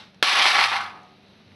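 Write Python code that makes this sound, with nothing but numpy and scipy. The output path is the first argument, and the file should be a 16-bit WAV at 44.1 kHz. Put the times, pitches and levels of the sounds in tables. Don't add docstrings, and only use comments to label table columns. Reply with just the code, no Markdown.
import sys
import numpy as np
from scipy import signal
from scipy.fft import rfft, irfft
from scipy.io import wavfile

SR = 44100
rng = np.random.default_rng(int(sys.argv[2]) if len(sys.argv) > 2 else 0)


def output_pcm(signal):
    pcm = np.clip(np.atleast_2d(signal).T, -1, 1) * 32767
    wavfile.write(sys.argv[1], SR, np.round(pcm).astype(np.int16))


N = 68355

AIR_DB, AIR_WAVER_DB = -56, 1.3
INSECT_HZ, INSECT_Q, INSECT_DB, INSECT_SWELL_DB = 3900, 12.0, -70, 3.5
ENGINE_HZ, ENGINE_WAVER_DB, HUM_HZ = 23.98, 4, 97.5
EARLIER_DB, EARLIER_T60_S = -44, 0.32
SPOTS = 6
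SPOT_SPREAD_DB = 3
DRY_T60_S, FIELD_DB, STRONG_DB = 0.028, -3.5, -3.5
METAL_GAIN_DB, BASS_CUT_HZ = 2, 231
KNOCK_T60_S, KNOCK_RING_DB, KNOCK_BROAD = 0.02, -14, 0.096
CONTACTS_PER_S, CONTACT_SPREAD_DB = 5000, 3.5
FLUTTER_DB, FLUTTER_HZ, RATTLE_FADE_S = 1, 61, 0.06
SPLIT_HZ, CLUNK_HZ, CLUNK_CENTRE_HZ = 1870, 550, 323
BLOW_S, BLOW_DB, BLOW_LENGTH_S, BLOW_RING_DB = 0.2264, 1, 0.0022, -20
BLOW_THUD_DB, BLOW_THUD_HZ, BLOW_THUD_T60_S = -8, 595, 0.0074
FILTER_HZ, CLIP, MIC_CUT_HZ, CUTOFF_HZ = 11720, 0.7, 70, 15700

# (frequency [Hz], density [dB per Hz])
HOUSING_COLOUR = [(60, -50), (150, -33), (300, -23), (600, -13.5), (850, -1.5), (2000, -3), (4000, -3.5),
                  (5500, -9.5), (6500, -17.5), (7600, -18), (9200, -24), (10700, -20.5), (11300, -29.5),
                  (11800, -64)]


def amp(db):
    return 10 ** (np.asarray(db) / 20)


def rms_one(x):
    return x / np.sqrt(np.mean(x ** 2) + 1e-20)


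def at_hz(points, hz):
    table_hz, values = np.array(points).T[:2]
    return np.interp(np.log(hz + 1), np.log(table_hz), values)


def drift(rate_hz):
    r = np.exp(-2 * np.pi * rate_hz / SR)
    noise = rng.standard_normal(N + SR)
    return rms_one(signal.lfilter([1], [1, -2 * r, r * r], noise)[SR:])


def coloured(spectrum, size):
    hz = np.arange(size // 2 + 1) * SR / size
    spectrum_bins = rfft(rng.standard_normal(size)) * amp(at_hz(spectrum, hz))
    return rms_one(irfft(spectrum_bins, size))


def decay(t60_s, size):
    return amp(-60 * np.arange(size) / SR / t60_s)


def highpass(x, order, hz):
    return signal.sosfilt(signal.butter(order, hz, "high", fs=SR, output="sos"), x)


def air():
    # (frequency [Hz], density [dB per Hz])
    air_colour = [(20, -10), (45, -8), (80, -4), (180, -6.5), (350, -10.5), (600, -8.5), (1100, -15),
                  (2000, -15.5), (2700, -14), (3300, -17.5), (4000, -14), (5000, -23.5), (6300, -26),
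                  (7600, -36), (9300, -36), (11000, -37)]
    return amp(AIR_DB + AIR_WAVER_DB * drift(3.3)) * coloured(air_colour, N)


def insects():
    band = signal.lfilter(*signal.iirpeak(INSECT_HZ, INSECT_Q, fs=SR), rng.standard_normal(N))
    return amp(INSECT_DB + INSECT_SWELL_DB * drift(3.3)) * rms_one(band)


def engine():
    # (multiple of the cycle rate [1], rms level [dB])
    orders = [(3, -79), (5, -72), (6, -70.5), (7, -68.5), (8, -61.5), (9, -65), (10, -71.5), (12, -70.5),
              (13, -72.5), (16, -69.5), (20, -78.5)]
    # (time [s], rms level [dB])
    hum_levels = [(0, -58), (.12, -70), (.18, -59), (.26, -77), (.37, -55), (.5, -69), (.58, -53),
                  (.85, -55), (.95, -64.5), (1.1, -69), (1.4, -67), (1.55, -54)]
    t = np.arange(N) / SR
    cycle = np.cumsum(ENGINE_HZ * (1 + 0.0149 * drift(3.22))) / SR
    out = np.zeros(N)
    for multiple, db in orders:
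        level = amp(db + ENGINE_WAVER_DB * drift(24))
        out += level * np.sin(2 * np.pi * (multiple * cycle + rng.random()))
    hum = amp(np.interp(t, *np.transpose(hum_levels))) * np.sin(2 * np.pi * HUM_HZ * t)
    return np.sqrt(2) * (out + hum)


def earlier():
    # (frequency [Hz], density [dB per Hz])
    tail_colour = [(200, -34), (500, -7.5), (900, -2.5), (1500, -1.5), (2200, -5.5), (3800, -2.5),
                   (5500, -9.5), (7000, -14), (11000, -31.5)]
    # (frequency [Hz], initial peak level [dB])
    tail_lines = [(850, -52), (2100, -54.5), (2770, -55), (3690, -50), (3860, -53), (4090, -52.5)]
    t = np.arange(N) / SR
    out = amp(EARLIER_DB) * coloured(tail_colour, N)
    for hz, db in tail_lines:
        out += amp(db + 3 * drift(24.95)) * np.sin(2 * np.pi * (hz * t + rng.random()))
    return out * decay(EARLIER_T60_S, N)


def sines(hz, db, t60_s, size):
    t = np.arange(size) / SR
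    rows = np.array([amp(d) / np.sqrt(k) * np.sin(2 * np.pi * f * t) * decay(k, size)
                     for f, d, k in zip(hz, db, t60_s)])
    shape = (SPOTS, len(hz))
    strengths = amp(SPOT_SPREAD_DB * rng.standard_normal(shape)) * rng.choice([-1, 1], shape)
    out = strengths @ rows
    return out / np.sqrt(np.sum(out ** 2) / SPOTS)


def housing():
    # (frequency [Hz], relative energy [dB], t60 [s])
    strong_modes = [(733.7, -9.5, 0.87), (787.6, -3.5, 0.18), (812.5, -6, .42), (1113, -0.5, 0.24),
                    (1173, -7, 0.52), (1244, -4, 0.69), (1302, -3.5, 0.43), (1379, -1, 0.1),
                    (1518, -3.5, .25), (1703, -3.5, 0.17), (1992, -8, 0.22), (2104, -9, .15),
                    (2112, -5, 0.2), (2284, -0.5, 0.24), (2670, -22, 0.203), (3410, -8.5, .25),
                    (4293, -5, 0.18), (4830, -7, 0.05)]
    # (frequency [Hz], t60 [s])
    field_t60 = [(300, 0.407), (700, 0.6), (1300, .45), (2500, 0.19), (5000, 0.096), (11000, 0.11)]
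    size = SR // 2
    dry = np.array([coloured(HOUSING_COLOUR, size) for _ in range(SPOTS)]) * decay(DRY_T60_S, size)
    dry = dry / np.sqrt(np.sum(dry ** 2) / SPOTS)
    hz = np.linspace(200, 11900, 600) + rng.uniform(-10, 10, 600)
    field = sines(hz, at_hz(HOUSING_COLOUR, hz), at_hz(field_t60, hz), size)
    strong = sines(*np.transpose(strong_modes), size)
    return dry, amp(FIELD_DB) * field + amp(STRONG_DB) * strong


def knocks(dry, ring):
    # (time [s], burst peak before the bass cut [dB], centre [Hz], sharpness Q [1])
    knock_list = [(.145, -43, 6500, 2.9), (.331, -21, 400, 1), (.416, -10, 2400, 2.), (.4215, -8, 3700, 2.),
                  (.427, -13, 2600, 1.8), (.4555, -4.5, 1300, 1.1), (.558, -11, 1390, 3.2),
                  (.5897, -7, 2010, 4.4), (.612, -10, 2210, 7.2), (.658, -13, 1110, 0.99),
                  (.7165, -15.5, 1300, 2), (.738, -15, 1010, 1.4), (.752, -31, 9500, 2.5),
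                  (.812, -40, 9500, 2.5), (.862, -31.5, 3410, 33), (.866, -35, 9000, 2.7),
                  (1.033, -45, 7000, 1.5), (1.283, -53, 5940, 1.5), (1.5186, -42.5, 2200, 2.3)]
    out, size = np.zeros(N + SR), SR // 20
    for k, (s, db, hz, q) in enumerate(knock_list):
        click = dry[k % SPOTS, :size] * decay(KNOCK_T60_S, size)
        burst = signal.lfilter(*signal.iirpeak(hz, q, fs=SR), click) + KNOCK_BROAD * click
        i, rung = int(s * SR), ring[k % SPOTS]
        out[i:i + size] += amp(db) * burst / np.abs(burst).max()
        out[i:i + len(rung)] += amp(db + KNOCK_RING_DB) * rung / np.abs(rung).max()
    return out[:N]


def rattle():
    # (time [s], level [dB], treble re level [dB], low clunks re level [dB])
    rattle_levels = [(0.232, -22.5, 5, -9), (0.236, -35, 10.5, -10), (0.27, -26.5, 2.5, -26),
                     (0.41, -19, -3.5, -24), (0.424, -23, 4, -34), (0.444, -25.5, 0.5, -30),
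                     (0.456, -20.5, -3.5, -24), (0.464, -21, 3, -23.5), (0.518, -22.5, -1.5, -26.5),
                     (0.604, -19, -6.5, -28), (0.622, -19, -5, -71), (0.65, -21, -1.5, -20),
                     (0.656, -26.5, 1.5, -26), (0.676, -30.5, -2, -44), (0.712, -31, -1, -29),
                     (0.716, -19.5, -12.5, -22.5), (0.75, -21, -13.5, -61), (0.762, -26.5, -3, -32),
                     (0.794, -28, -12.5, -53), (0.818, -34, -7, -26.5), (0.974, -50.5, -12, -6),
                     (1.0, -55.5, -9, -1.5)]
    t = np.arange(N) / SR
    s, level_db, treble_db, clunk_db = np.transpose(rattle_levels)
    sizes = amp(CONTACT_SPREAD_DB * np.minimum(rng.exponential(1, N), 4)) * rng.choice([-1, 1], N)
    contacts = rms_one(sizes * (rng.random(N) < CONTACTS_PER_S / SR))
    clicks = contacts * (rng.integers(0, SPOTS, N) == np.arange(SPOTS)[:, None])
    low, lowest = [signal.sosfiltfilt(signal.butter(2, hz, fs=SR, output="sos"), clicks)
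                   for hz in (SPLIT_HZ, CLUNK_HZ)]
    parts = [(lowest, clunk_db - at_hz(HOUSING_COLOUR, CLUNK_CENTRE_HZ)),
             (low - lowest, 0 * s),
             (clicks - low, treble_db)]
    out = np.zeros((SPOTS, N))
    for part, db in parts:
        out += part * amp(np.interp(t, s, level_db + db) + FLUTTER_DB * drift(FLUTTER_HZ))
    on = (t > BLOW_S) * np.exp(-np.maximum(t - s[-1], 0) / RATTLE_FADE_S)
    return on * out


def blow(ring):
    # (frequency [Hz], relative amplitude [1])
    crack_tones = [(1500, 0.86), (2250, 0.34), (2800, 0.4), (3500, 0.72), (4250, 0.44)]
    out, i, size = np.zeros(N), int(BLOW_S * SR), SR // 20
    t = np.arange(size) / SR
    attack = np.minimum(t / 0.00045, 1)
    shape = attack * np.exp(-(t / BLOW_LENGTH_S) ** 4) + 0.11 * decay(0.022, size)
    crack = 0.21 * coloured(HOUSING_COLOUR, size)
    for hz, share in crack_tones:
        crack += share * np.sin(2 * np.pi * (hz * t + rng.random()))
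    crack = highpass(shape * crack / 2, 3, 1100)
    thud = np.sin(2 * np.pi * BLOW_THUD_HZ * t) * decay(BLOW_THUD_T60_S, size)
    out[i:i + size] = amp(BLOW_DB) * crack + amp(BLOW_THUD_DB) * thud
    out[i:i + len(ring)] += amp(BLOW_RING_DB) * ring / np.abs(ring).max()
    return highpass(out, 2, 150)


def scene():
    dry, ring = housing()
    rattling = signal.fftconvolve(rattle(), dry + ring, axes=1)[:, :N].sum(axis=0)
    metal = highpass(amp(METAL_GAIN_DB) * rattling + knocks(dry, ring), 4, BASS_CUT_HZ)
    return (air() + insects() + engine() + earlier() + metal + blow(ring[0]))[None]


def record(dry):
    # (frequency [Hz], width [Hz])
    nulls = [(7000, 1660), (8500, 1060), (10000, 680)]
    x = signal.sosfilt(signal.ellip(10, 1, 70, FILTER_HZ, fs=SR, output="sos"), dry)
    for hz, width_hz in nulls:
        x = signal.lfilter(*signal.iirnotch(hz, hz / width_hz, fs=SR), x)
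    x = highpass(np.clip(x, -CLIP, CLIP), 2, MIC_CUT_HZ)
    return signal.sosfilt(signal.cheby2(12, 60, CUTOFF_HZ, fs=SR, output="sos"), x)


dry = scene()
out = record(dry)
output_pcm(out)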